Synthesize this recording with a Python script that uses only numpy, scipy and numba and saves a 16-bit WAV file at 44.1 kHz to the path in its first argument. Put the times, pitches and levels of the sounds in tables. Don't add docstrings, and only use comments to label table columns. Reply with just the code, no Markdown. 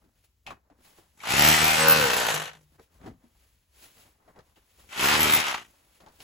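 import sys
import numpy as np
from scipy import signal
from scipy.fft import rfft, irfft, next_fast_len
from scipy.io import wavfile
from scipy.ndimage import uniform_filter1d
from numba import njit

SR = 44100
rng = np.random.default_rng(int(sys.argv[2]) if len(sys.argv) > 2 else 0)


def master_out(mix):
    frames = np.transpose(np.atleast_2d(mix))
    ceiling = np.clip(frames, -1, 1)
    pcm = np.round(ceiling * 32767).astype(np.int16)
    wavfile.write(sys.argv[1], SR, pcm)


N = 274743
T = np.arange(N) / SR
SIZE = next_fast_len(N + SR)
HZ = np.maximum(np.arange(SIZE // 2 + 1) * SR / SIZE, 1)

# frequency in Hz, gain in dB.
AIR_SPECTRUM = [(15, -39), (25, -11), (64, 9.5), (120, -8), (796, -30), (2280, -28), (7920, -28),
                (9070, -37), (10700, -27), (16000, -26.5)]
AIR_DB = -70

# peak in seconds, rise over 20 dB
# in seconds, fall over 20 dB in seconds, wrap level in dB, soil level in dB.
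MOVEMENTS = [(0.02, 0.068, 0.39, -75, -72), (0.18, 0.076, 0.24, -70.5, -89),
             (0.246, 0.021, 0.039, -61.5, -80), (0.466, 0.0067, 0.1, -66, -48.5),
             (0.52, 0.031, .06, -73, -48.5), (0.72, 0.14, 0.14, -94, -67), (0.856, 0.078, 0.3, -56.5, -61),
             (0.98, 0.027, 0.09, -58, -60.5), (1.13, .2, 0.19, -71, -77.5), (2.64, .1, 0.05, -67.5, -83),
             (2.76, 0.24, .03, -66.5, -70), (2.8, 0.028, 0.04, -72, -54.5), (2.83, .05, 0.07, -61.5, -68),
             (2.95, .1, .2, -66, -80), (3.08, 0.17, 0.069, -66.5, -52), (3.25, 0.18, 0.16, -71, -68.5),
             (3.41, 0.22, 0.49, -65.5, -76), (3.76, .05, .2, -62.5, -69.5),
             (3.84, 0.11, 0.12, -49.5, -61.5), (4.01, 0.21, 0.17, -54.5, -61.5),
             (4.3, 0.29, .3, -70.5, -63), (4.4, .06, 0.034, -71, -52.5), (4.5, 0.18, 0.098, -68.5, -70.5),
             (4.565, .02, 0.1, -64.5, -65), (4.72, 0.32, 0.19, -64.5, -75.5),
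             (4.8, 0.074, 0.24, -56.5, -63), (5.7, 0.11, 0.97, -63.5, -66.5),
             (5.97, 0.22, 0.11, -63.5, -74), (6.005, .006, 0.16, -65, -54.5),
             (6.064, .008, 0.063, -71.5, -52.5), (6.088, .01, .05, -69, -61), (6.16, 0.12, 0.18, -62, -75),
             (6.21, .03, 0.17, -51, -55.5)]
# frequency in Hz, gain in dB.
WRAP_SPECTRUM = [(1200, -9), (2500, -5), (6000, -10), (11000, -7), (14000, -13), (16000, -7.5)]
# frequency in Hz, gain in dB.
SOIL_SPECTRUM = [(120, 2.5), (300, 1.5), (900, 1), (2000, -8.5), (3500, -33.5)]
SOIL_GRAIN_DB = 3.2

# start in seconds, level in dB,
# pitch in Hz, 60 dB decay time in seconds, level of the gritty crack in dB.
KNOCKS = [(0.041, -57, 243, 0.17, -95), (0.239, -70, 600, 0.063, -73), (0.465, -39, 2540, 0.16, -70),
          (0.475, -37, 810, 0.069, -70), (0.505, -36.5, 1055, 0.1, -77), (0.7, -56, 710, 0.063, -92),
          (0.708, -57, 276, 0.12, -99), (0.787, -56, 245, 0.12, -84), (0.984, -56.5, 339, .12, -83),
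          (1.203, -47, 2200, 0.086, -58), (1.236, -34.5, 1150, 0.073, -44), (2.719, -66, 275, 0.1, -78),
          (2.796, -54, 447, 0.13, -63.5), (3.014, -48.5, 277, 0.1, -76), (3.029, -46.5, 253, 0.33, -84),
          (3.04, -52, 800, .15, -79.5), (3.06, -38, 350, 0.15, -76), (3.064, -47.5, 756, 0.15, -72),
          (3.079, -43.5, 246, 0.1, -80), (3.109, -52, 280, .11, -89), (3.239, -56, 238, 0.16, -93),
          (4.277, -55, 633, 0.12, -74.5), (4.36, -54, 817, 0.15, -75.5), (4.389, -59.5, 497, 0.12, -60.5),
          (4.559, -62.5, 2960, 0.14, -78), (4.891, -52, 2360, .075, -66), (4.922, -44.5, 1118, .09, -51),
          (6.002, -60.5, 546, 0.2, -63), (6.062, -53.5, 817, 0.16, -63), (6.084, -62, 309, 0.061, -60.5),
          (6.203, -57, 2970, 0.17, -51.5)]
KNOCK_WIDTH, KNOCK_TONE_DB = .2, -3.5

# time in seconds, blows per second.
BLOW_RATE = [
    [(1.14, 45), (1.236, 51), (1.318, 64.4), (1.428, 74.1), (1.49, 77.9), (1.7, 78.6), (1.966, 78.9),
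     (2.12, 61), (2.22, 58.8), (2.34, 52.5), (2.64, 52)],
    [(4.86, 51.4), (5.008, 62), (5.106, 74.3), (5.23, 77), (5.32, 75.7), (5.42, 78.2), (5.57, 55.8),
     (5.72, 52)],
]
# time in seconds, mids in dB, treble in dB.
MID_TREBLE_LEVELS = [
    [(1.14, -83, -76), (1.248, -37.5, -48), (1.314, -25, -31.5), (1.494, -20.5, -26), (1.562, -23.5, -29),
     (1.92, -24, -33), (2.36, -29, -33.5), (2.484, -37.5, -52), (2.56, -56, -69), (2.64, -81, -72)],
    [(4.86, -78, -70), (4.922, -43, -53), (5.006, -26.5, -34.5), (5.156, -22.5, -30), (5.184, -26, -32),
     (5.408, -26, -33), (5.426, -29.5, -39.5), (5.522, -27.5, -42.5), (5.608, -44, -60.5), (5.72, -76, -72)],
]
# time in seconds, level in dB.
BASS_LEVELS = [
    [(1.2, -69.5), (1.252, -61), (1.282, -45.5), (1.34, -34), (1.506, -30), (1.574, -40.5), (1.628, -33.5),
     (1.702, -39), (1.774, -40.5), (1.812, -35.5), (2.002, -34), (2.058, -34.5), (2.374, -44.5),
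     (2.56, -69)],
    [(4.9, -64.5), (4.95, -63), (4.97, -46), (5.036, -34.5), (5.074, -36), (5.092, -37.5), (5.156, -33),
     (5.3, -33), (5.32, -38), (5.396, -37.5), (5.422, -46), (5.458, -52.5), (5.552, -48), (5.66, -69)],
]
# time in seconds, looseness from 0 to 1.
LOOSENESS = [(1.14, .9), (1.42, .4), (1.55, .42), (1.77, .58), (1.83, .27), (1.97, .27), (2.03, .58),
             (2.22, .62), (2.45, .85), (4.86, .9), (5.05, .55), (5.15, .45), (5.42, .6), (5.5, .85)]
# frequency in Hz, gain in dB.
STANCE_SPECTRA = [
    [(35, -36.5), (60, -6), (160, 1), (245, -3), (389, -7.5), (490, -10), (583, -9), (735, -3), (790, -0.5),
     (1100, -14.5), (1240, -5.5), (1500, -9), (2080, -4.5), (4580, -13), (6000, -14.5), (7800, -49.5),
     (13200, -120)],
    [(35, -40), (60, -15), (163, 1), (327, -7), (382, -26), (445, -1.5), (490, 5.5), (680, -17.5),
     (778, -7.5), (1500, -3.5), (1850, -10.5), (2890, -7.5), (3430, -16), (4000, -12), (6000, -18),
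     (7800, -52.5), (13200, -120)],
    [(35, -37), (60, -9), (231, -6), (360, -7.5), (472, 3.5), (583, -3), (926, 1), (1210, -9), (1390, -2.5),
     (1710, -4), (2000, -10), (2520, -6), (4760, -11), (6000, -14.5), (7800, -44), (13200, -120)],
    [(35, -39.5), (60, -6), (143, -4), (214, 0), (303, -3), (396, -1.5), (472, -10.5), (642, -4.5),
     (1590, -5), (2080, -2.5), (2380, -2), (3370, -5.5), (3850, -8.5), (5550, -13), (6000, -16.5),
     (7800, -43.5), (13200, -120)],
]
SETTLED_AT = [1.82, 2.09, 4.8]
SETTLE_S = .08
# frequency in Hz, gain in dB.
RATTLE_SPECTRUM = [(59, -32.5), (100, -3), (232, -11.5), (401, -13), (444, -8), (670, -8.5), (1280, -2.5),
                   (1900, -10), (2780, -2), (6000, -8.5), (7800, -31.5), (13200, -120)]
# mean frequency in Hz, width in Hz, mean level in dB.
CASING_MODES = [(570, 150, -3), (866, 270, -6), (1194, 170, -10.5), (1412, 43, -7.5), (1900, 130, -7),
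                (2746, 60, -8.5)]
# frequency in Hz, gain in dB.
CRUSH_SPECTRUM = [(3000, -21), (6000, -1.5), (8000, 0), (10000, -3.5), (12500, -3), (14000, -16.5),
                  (16000, -23.5)]
# teeth passing per blow, width in Hz, mean level over the crushed clay in dB.
GEAR_MESHES = [(102.8, 40, 1.5), (77.3, 160, -9.5), (25.8, 110, -1)]
GEAR_FLICKER_DB = 4.5
STUMBLE = .12
BLOW_OVER_CLATTER_DB = 3
HISS_HZ, HISS_DRIFT, HISS_WIDTH_HZ = 12860, .008, 450
HISS_OVER_MIDS_DB, HISS_FLICKER_DB, HISS_LOOSE_DB = -2, 5.5, -25

HUM_HZ, HUM_WIDTH_HZ = 152, 5.0
HUM_S, HUM_RISE_S, HUM_FALL_S, HUM_DB = 2.36, .15, .28, -46
THUD_S, THUD_RISE_S, THUD_FALL_S, THUD_DB = 3.08, .087, .076, -41

# frequency in Hz, common share of the power from 0 to 1, phase by which the right
# leads in radians, left minus right in dB.
PORT_PAIR = [(20, .99, 0, 3), (130, 1, .2, 2.8), (300, .96, .5, 1.5), (600, .85, 1, 1), (1400, .75, 1, .5),
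             (2300, .72, -1, 2.5), (4000, .78, .3, 2.5), (5400, .62, 0, 2), (6800, .97, 0, .5),
             (8900, 1, 3.14, 0), (11200, 1, 6.28, 0), (12700, 1, 9.2, 0), (13600, 1, 9.6, 0),
             (17000, 1, 14.5, 0)]
TOP_HZ = 15900


def undb(db):
    return 10 ** (np.asarray(db) / 20)


def unit(x):
    return x / np.sqrt(np.mean(x ** 2))


def curves(*tables):
    s, *columns = np.concatenate(tables).T
    return [np.interp(T, s, column) for column in columns]


def during(*tables):
    running = sum((T > table[0][0]) & (T < table[-1][0]) for table in tables)
    return uniform_filter1d(running * 1., size=600)


def swell(s, rise, fall):
    return undb(-20 * np.maximum((s - T) / max(rise, .002), (T - s) / max(fall, .002)))


def colour(x, shape, size=16384):
    f, db = np.transpose(shape)
    hz = np.maximum(np.arange(size // 2 + 1) * SR / size, 1)
    log_gain = np.interp(np.log(hz), np.log(f), db) * np.log(10) / 20
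    cepstrum = irfft(log_gain)
    cepstrum[1:size // 2] *= 2
    cepstrum[size // 2 + 1:] = 0
    response = irfft(np.exp(rfft(cepstrum)))
    return irfft(rfft(x, SIZE) * rfft(response, SIZE), SIZE)[:N]


def split(x, hz, kind):
    return signal.sosfilt(signal.butter(4, hz, kind, fs=SR, output="sos"), x)


def walk(rate):
    held = int(SR / rate)
    levels = np.repeat(rng.standard_normal(N // held + 1), held)[:N]
    return uniform_filter1d(levels, held // 2 + 1)


def grains(spread_db, rate):
    return rng.standard_normal(N) * undb(spread_db * walk(rate))


@njit
def ring(x, hz, width):
    y, band, low = np.empty(len(x)), 0., 0.
    for i in range(len(x)):
        g, damping = np.tan(np.pi * hz[i] / SR), width / hz[i]
        v = (band + g * (x[i] - low)) / (1 + g * (g + damping))
        band, low, y[i] = 2 * v - band, low + 2 * g * v, damping * v
    return y


def air():
    return undb(AIR_DB + 2.5 * walk(14)) * unit(colour(rng.standard_normal(N), AIR_SPECTRUM))


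def rustle():
    wrap = unit(colour(grains(1.2, 150), WRAP_SPECTRUM))
    soil = unit(colour(grains(SOIL_GRAIN_DB, 60), SOIL_SPECTRUM))
    power = sum((swell(s, rise, fall) * undb([[wrap_db], [soil_db]])) ** 2
                for s, rise, fall, wrap_db, soil_db in MOVEMENTS)
    wrap_gain, soil_gain = np.sqrt(power)
    return wrap_gain * wrap + soil_gain * soil


def knocks():
    length = 8192
    out, t = np.zeros(N + length), np.arange(length) / SR
    grit_band = signal.butter(2, (1200, 6000), "band", fs=SR, output="sos")
    grit = unit(signal.sosfilt(grit_band, grains(3.2, 270)))
    for s, db, hz, t60, crack_db in KNOCKS:
        i = int(s * SR)
        attack = np.minimum(t / .00029, 1)
        fade = 1000 ** (-t / t60) * attack
        dull = unit(ring(rng.standard_normal(length), hz + 0 * t, KNOCK_WIDTH * hz))
        tone = undb(KNOCK_TONE_DB) * np.sin(2 * np.pi * hz * t)
        crack = undb(crack_db) * np.roll(grit, -i)[:length]
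        out[i:i + length] += fade * (undb(db) * (dull + tone) + crack)
    return out[:N]


def clatter(turns, slip_rate, ragged_db=3.2, count=90, size=2048):
    rows = int(turns[-1]) + 1
    slip = np.interp(np.arange(rows), turns, slip_rate)[:, None] * rng.standard_normal((rows, count))
    slip *= .7 + np.arange(count) / 18
    slip[0] = 2 * np.pi * rng.random(count)
    drift = np.sqrt(7) * uniform_filter1d(rng.standard_normal((rows, count)), size=7, axis=0)
    partials = undb(ragged_db * drift) * np.exp(1j * np.cumsum(slip, axis=0))
    cycles = irfft(partials, size, axis=1)
    return cycles[turns.astype(int), (turns % 1 * size).astype(int)]


def blow_body(blows, flare, turns, loose):
    low = undb(BLOW_OVER_CLATTER_DB) * split(blows, 600, "low")
    high = split(unit(flare * clatter(turns, 1.2 * loose ** 2)), 600, "high")
    push = low + high
    stance = sum(np.clip(1 + (T - s) / SETTLE_S, 0, 1) for s in SETTLED_AT)
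    return sum(np.clip(1 - abs(stance - k), 0, 1) * unit(colour(push, spectrum))
               for k, spectrum in enumerate(STANCE_SPECTRA))


def casing_rattle(flare):
    shake = flare * grains(2.0, 300)
    modes = 0
    for hz, width, db in CASING_MODES:
        mode = ring(shake, hz * (1 + .051 * walk(5)), 1. * width)
        modes = modes + undb(db + 2.2 * walk(14)) * unit(mode)
    return unit(unit(colour(shake, RATTLE_SPECTRUM)) + modes)


def crushed_clay(strength, since):
    return unit(colour(strength * (.5 + np.exp(-since / .011)) * grains(2.9, 500), CRUSH_SPECTRUM))


def gear_whine(rate):
    whine = 0
    for teeth, width, db in GEAR_MESHES:
        mesh = unit(ring(rng.standard_normal(N), teeth * rate, 1. * width))
        whine = whine + undb(db + GEAR_FLICKER_DB * walk(7)) * mesh
    return whine


def high_hiss(strength, since, mid_db, loose):
    hz = HISS_HZ * (1 + HISS_DRIFT * walk(14))
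    loose_db = HISS_LOOSE_DB * np.clip((loose - .58) / .2, 0, 1)
    db = mid_db + HISS_OVER_MIDS_DB + HISS_FLICKER_DB * walk(16) + loose_db
    pulsed = strength * (.26 + np.exp(-since / .0015)) * rng.standard_normal(N)
    narrow = ring(pulsed, hz, 1. * HISS_WIDTH_HZ)
    return undb(db) * unit(ring(narrow, hz, 2. * HISS_WIDTH_HZ))


def drill():
    rate, = curves(*BLOW_RATE)
    mid_db, treble_db = curves(*MID_TREBLE_LEVELS)
    bass_db, = curves(*BASS_LEVELS)
    loose = np.clip(curves(LOOSENESS)[0], 0, 1)
    turns = np.cumsum(rate * (1 + STUMBLE * loose ** 4 * walk(40))) / SR
    count = turns.astype(int)
    since = (turns - count) / rate
    strength = undb((-.6 + 2.7 * loose) * rng.standard_normal(count[-1] + 1)[count])
    blows = unit(strength * (np.diff(count, prepend=0) > 0))
    flare = strength * (.4 + 1.2 * (1 - loose) + np.exp(-since / .005))

    body = blow_body(blows, flare, turns, loose)
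    rattle = casing_rattle(flare)
    bass = np.sqrt(1 - .5 * loose) * unit(split(body, 420, "low"))
    bass += np.sqrt(.46 * loose) * unit(split(rattle, 420, "low"))
    mids = np.sqrt(1 - loose ** 2) * unit(split(body, 470, "high"))
    mids += loose * unit(split(rattle, 730, "high"))
    treble = crushed_clay(strength, since) + (1 - loose) ** 2 * gear_whine(rate)
    tool = undb(mid_db) * mids + undb(bass_db) * bass + undb(treble_db) * treble
    return during(*MID_TREBLE_LEVELS) * (tool + high_hiss(strength, since, mid_db, loose))


def hum():
    tone = unit(ring(rng.standard_normal(N), HUM_HZ + 0 * T, HUM_WIDTH_HZ))
    return undb(HUM_DB) * swell(HUM_S, HUM_RISE_S, HUM_FALL_S) * tone


def thud():
    low = colour(grains(2.1, 60), [(20, -17), (60, 16.5), (110, 7), (250, 4.5), (600, -47)])
    return undb(THUD_DB) * swell(THUD_S, THUD_RISE_S, THUD_FALL_S) * unit(low)


def sources():
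    return air() + rustle() + knocks() + drill() + thud()


def ports(common, wide):
    f, *columns = np.transpose(PORT_PAIR)
    alike, lead, pan_db = (np.interp(HZ, f, column) for column in columns)
    alike = np.clip(alike, 0, 1)
    side = np.array([[1], [-1]])
    same = np.sqrt(alike) * rfft(common, SIZE)
    opposite = side * np.sqrt(1 - alike) * rfft(wide, SIZE)
    shift = np.exp(-.5j * side * lead) * undb(side * pan_db / 2)
    return irfft((same + opposite) * shift, SIZE)[:, :N]


def scene():
    return ports(sources() + hum(), sources())


def record(dry):
    return signal.sosfilt(signal.ellip(10, .2, 80, TOP_HZ, fs=SR, output="sos"), dry)


dry = scene()
out = record(dry)
master_out(out)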